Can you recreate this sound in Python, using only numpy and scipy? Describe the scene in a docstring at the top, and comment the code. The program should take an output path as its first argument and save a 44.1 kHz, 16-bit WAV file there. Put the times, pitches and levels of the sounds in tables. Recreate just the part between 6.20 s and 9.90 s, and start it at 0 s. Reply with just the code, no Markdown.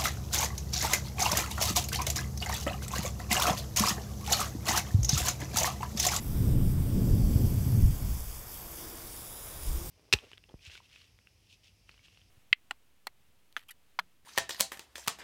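"""In a garden, a hose nozzle sprays a planting bed some metres from the microphone.
The hiss of fine droplets is jet noise mixed with random ticks; dark bands drift through it as the nozzle swings.
Gusts buffet the microphone, die down and return: three bands of low noise follow level curves.
A far suburb murmurs behind as smooth filtered noise, with a narrow drone that swells."""
import sys
import numpy as np
from scipy import signal
from scipy.fft import rfft, irfft, next_fast_len
from scipy.io import wavfile
from scipy.ndimage import uniform_filter1d, map_coordinates

SR = 44100
rng = np.random.default_rng(int(sys.argv[2]) if len(sys.argv) > 2 else 0)


def elevation(decibels):
    """Turn decibel levels (scalar or array-like) into linear amplitude ratios."""
    levels = np.asarray(decibels, float)
    return 10 ** (levels / 20)


def unload_audio(sound):
    """Save the sound as a 16-bit wav file, at the path given as the first command line argument."""
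    columns = np.transpose(np.atleast_2d(sound))
    # keep every value between -1 and 1, then stretch to whole-number steps
    steps = np.round(np.clip(columns, -1, 1) * 32767)
    wavfile.write(sys.argv[1], SR, steps.astype(np.int16))


N = 163170  # length in samples


def unit(x):
    """Normalisation: dividing by the root mean square gives x an rms of 1."""
    return x / np.sqrt(np.mean(x ** 2) + 1e-20)


def curves(rows, t):
    """Linear interpolation: each column after the time is read at times t."""
    times, *columns = np.transpose(rows)
    return [np.interp(t, times, column) for column in columns]


def wobble(rate):
    """Slow random modulation: a spline through random knots, rate of them a second."""
    knots = rng.standard_normal(int(N * rate / SR) + 4)
    return map_coordinates(knots, [np.arange(N) * rate / SR])


def coloured(x, points):
    """Linear filtering: the spectrum of x is weighted by a (Hz, dB) curve, then set to rms 1."""
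    size = next_fast_len(N + 8192)
    point_hz, point_db = np.transpose(points)
    hz = np.fft.rfftfreq(size, 1 / SR)
    gain_db = np.interp(np.log(hz + 1), np.log(point_hz + 1), point_db)  # straight lines over log frequency
    return unit(irfft(rfft(x, size) * elevation(gain_db), size)[:N])


def painted(x, gain_db, patchy_db):
    """Time-varying filtering: short-time spectra take a gain over frequency and time plus random patches."""
    hz, t, spectra = signal.stft(x, SR, nperseg=512)
    patches = uniform_filter1d(rng.standard_normal(spectra.shape), size=12, axis=0)  # across frequency
    patches = uniform_filter1d(patches, size=10, axis=1)  # across time
    total_db = gain_db(hz[:, None], t) + patchy_db * unit(patches)
    return signal.istft(spectra * elevation(total_db), SR, nperseg=512)[1][:N]


def bell(hz, t, rows):
    """Spectral envelope: a Gaussian bump in dB whose centre frequency drifts and shivers."""
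    centre_hz, height_db, width_hz = curves(rows, t)
    shiver = 1 + 0.0053 * np.interp(t * SR, np.arange(N), wobble(15))  # as a share of the centre
    return height_db * np.exp(-.5 * ((hz - shiver * centre_hz) / width_hz) ** 2)


def suburb():
    """Superposition of many distant sources: broadband noise for the murmur, narrow-band noise for the drone."""
    # Murmur spectrum. Each row: frequency in Hz, relative level in dB per Hz.
    murmur_colour = [(35, -46), (60, 0.5), (130, -24), (200, -21), (300, -13.5), (420, -6), (650, -7.5),
                     (1050, -8), (1450, -13), (3000, -19), (3900, -26.5), (6600, -120)]
    # Swell of the murmur. Each row: time in seconds, level in dB.
    murmur_level = [(0, -53.5), (1, -54), (1.8, -53), (2.2, -54.5), (2.65, -52), (3.1, -54), (3.55, -50.5),
                    (3.7, -54)]
    # Swell of the drone. Each row: time in seconds, level in dB.
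    drone_level = [(2.1, -69), (2.4, -64), (2.65, -55), (2.9, -59.5), (3.3, -72.5), (3.45, -57), (3.7, -49)]
    drone_hz, skirt_hz = 335, 180  # 40 dB down one skirt away from the centre
    drone_colour = [(10, -120), (drone_hz - skirt_hz, -40), (drone_hz, 0), (drone_hz + skirt_hz, -40),
                    (20000, -120)]

    t = np.arange(N) / SR
    murmur_db, = curves(murmur_level, t)
    drone_db, = curves(drone_level, t)
    murmur = coloured(rng.standard_normal(N), murmur_colour)
    murmur = unit(painted(murmur, lambda hz, t: 0, patchy_db=0.86))
    drone = coloured(rng.standard_normal(N), drone_colour)
    return elevation(murmur_db) * murmur + elevation(drone_db) * drone


def wind():
    """Turbulent pressure on the microphone port: three bands of low noise, each with its own level curve."""
    # Deep push spectrum. Each row: frequency in Hz, relative level in dB per Hz.
    push_colour = [(8.8, -29), (15, 5.5), (38, 2.5), (70, 4.5), (91, -20), (150, -120)]
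    # Rumble spectrum. Each row: frequency in Hz, relative level in dB per Hz.
    rumble_colour = [(41, -25), (70, 0.5), (124, 1), (190, -8.5), (250, -28.5), (420, -120)]
    # Flutter spectrum. Each row: frequency in Hz, relative level in dB per Hz.
    flutter_colour = [(110, -43), (190, -2), (258, -4.5), (900, -34.5), (1170, -59), (1980, -120)]
    # Gusts in the deep push. Each row: time in seconds, level in dB.
    push_level = [(0, -41), (.2, -31), (.4, -28), (.7, -34.5), (1, -26), (1.3, -31.5), (1.55, -41),
                  (1.65, -17.5), (1.75, -37.5), (1.92, -30), (2.13, -44), (2.6, -52.5), (3.35, -50.5),
                  (3.5, -32), (3.7, -43.5)]
    # Gusts in the upper two bands. Each row: time in seconds, rumble level in dB, flutter level in dB.
    gust_levels = [(0, -40.5, -47), (.1, -33.5, -44.5), (.25, -24.5, -35.5), (.4, -26, -33.5),
                   (.55, -26.5, -41.5), (.7, -30, -38.5), (.8, -29, -31.5), (1, -22.5, -35),
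                   (1.12, -30, -35.5), (1.2, -24.5, -32.5), (1.43, -28, -41.5), (1.59, -24.5, -36),
                   (1.68, -23.5, -43.5), (1.75, -43, -46), (1.88, -35, -46.5), (2, -44, -56.5),
                   (2.08, -53.5, -63.5), (2.7, -56.5, -60.5), (3.34, -56.5, -65), (3.5, -43, -60),
                   (3.6, -46.5, -61), (3.7, -45, -76)]

    t = np.arange(N) / SR
    push_db, = curves(push_level, t)
    rumble_db, flutter_db = curves(gust_levels, t)
    push = elevation(push_db) * coloured(rng.standard_normal(N), push_colour)
    rumble = elevation(rumble_db) * coloured(rng.standard_normal(N), rumble_colour)
    flutter = elevation(flutter_db) * coloured(rng.standard_normal(N), flutter_colour)
    return push + rumble + flutter


def spray():
    """Jet turbulence and random droplet impacts: noise plus sparse ticks under a moving spectral envelope."""
    # Strength of the spray. 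Each row: time in seconds, level in dB.
    spray_level = [(0.0, -47.5), (0.32, -46.5), (0.35, -49), (0.51, -46.5), (0.56, -49.5), (0.63, -47),
                   (0.98, -45.5), (1.34, -44.5), (1.8, -45.5), (2.17, -44), (2.24, -47.5), (2.32, -43.5),
                   (2.44, -47), (2.63, -43), (2.67, -45.5), (3.33, -45.5), (3.49, -43), (3.7, -44.5)]
    # Hiss spectrum. Each row: frequency in Hz, relative level in dB per Hz.
    hiss_colour = [(700, -21), (1300, -24), (1890, -19), (2240, -8.5), (2750, -12.5), (3300, -5),
                   (3700, -4), (4700, -2.5), (5400, -2.5), (6200, -4), (7900, -3), (10000, -1.5),
                   (11500, -0.5), (13000, -1), (14500, 0.5), (15500, -4)]
    # Tilt of the droplet ticks. Each row: frequency in Hz, relative gain in dB.
    drop_tilt = [(2000, -5), (6000, -0.5), (13000, 0)]
    # Moving bright band of the hiss. Each row: time in seconds, centre in Hz, lift in dB, width in Hz.
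    bright_band = [(0, 11300, 3.5, 600), (.5, 9200, 0.5, 500), (.9, 12000, -1, 700), (1.4, 11900, 2.5, 900),
                   (2.1, 12400, 0.5, 700), (2.4, 13000, 4.5, 800), (2.62, 13500, 1, 900),
                   (2.8, 13000, 1, 800), (2.9, 10100, 4.5, 700), (3.2, 10400, 5.5, 700),
                   (3.5, 9400, 2.5, 600), (3.7, 9300, -1, 600)]
    # Dark bands, likely where ground echoes cancel the jet; one list of rows for each band.
    # Each row: time in seconds, centre in Hz, depth in dB (negative brightens), width in Hz.
    dark_bands = [
        [(0, 4270, 8, 250), (.5, 4200, 8, 268), (1.2, 3960, 9.5, 250), (2, 4030, 11.5, 243),
         (2.6, 4080, 10.5, 222), (2.9, 4120, 5, 240), (3.2, 4380, 11.5, 240), (3.7, 4200, 5, 250)],
        [(0, 7000, 3, 400), (.45, 6200, 4, 603), (1, 6900, 4.5, 300), (1.9, 7300, 1.5, 250),
         (2.5, 7200, 1.5, 250), (3.1, 6150, 3, 250), (3.7, 6260, 1, 300)],
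        [(0, 9400, 5, 450), (.25, 10200, 11, 450), (.55, 10900, 5, 400), (.75, 9800, 8, 600),
         (.95, 9300, 8.5, 550), (1.5, 9500, 8, 496), (2, 9000, 10, 260), (2.6, 9500, 7, 240),
         (2.9, 9300, 0, 250), (3.2, 8700, 6, 400), (3.7, 8800, -3, 400)],
        [(.9, 11700, 1.5, 300), (1.9, 11200, 2.5, 260), (2.5, 11700, 3, 260), (2.9, 11700, 7, 300),
         (3.2, 12400, 3, 350), (3.7, 10800, 10, 300)],
        [(0, 14600, -2, 300), (1, 14400, 5, 280), (1.7, 14200, 5, 260), (2.1, 13900, 3, 260),
         (2.6, 14700, 2, 280), (3.1, 14500, -1, 300), (3.7, 14200, 2, 300)],
    ]
    drops_per_s, drop_spread_db = 3200, 2.7
    drop_share = .29  # of the power, before the hiss colour
    sputter_db = 0.45

    hits = rng.random(N) < drops_per_s / SR
    strengths = rng.standard_normal(N) * elevation(drop_spread_db * rng.standard_normal(N))
    drops = coloured(hits * strengths, drop_tilt)
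    jet = rng.standard_normal(N)
    hiss = coloured(np.sqrt(drop_share) * drops + np.sqrt(1 - drop_share) * jet, hiss_colour)

    def envelope_db(hz, t):
        """Superposition in dB: the bright band less the dark bands."""
        return bell(hz, t, bright_band) - sum(bell(hz, t, rows) for rows in dark_bands)

    level_db, = curves(spray_level, np.arange(N) / SR)
    level_db = level_db + sputter_db * wobble(15)
    return elevation(level_db) * unit(painted(hiss, envelope_db, patchy_db=1.06))


def scene():
    """Linear superposition: the pressures of all sources add on one channel."""
    return (suburb() + wind() + spray())[None]


def low_pass(x):
    """Removes everything above the highest recorded frequency."""
    return signal.sosfilt(signal.butter(12, 17000, fs=SR, output="sos"), x)


def record(dry):
    """Band limiting: the camera's sharp low-pass removes every component from 15720 Hz up."""
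    passed = np.fft.rfftfreq(N, 1 / SR) < 15720
    mix = irfft(rfft(dry) * passed, N)
    return low_pass(mix)


dry = scene()
out = record(dry)
unload_audio(out)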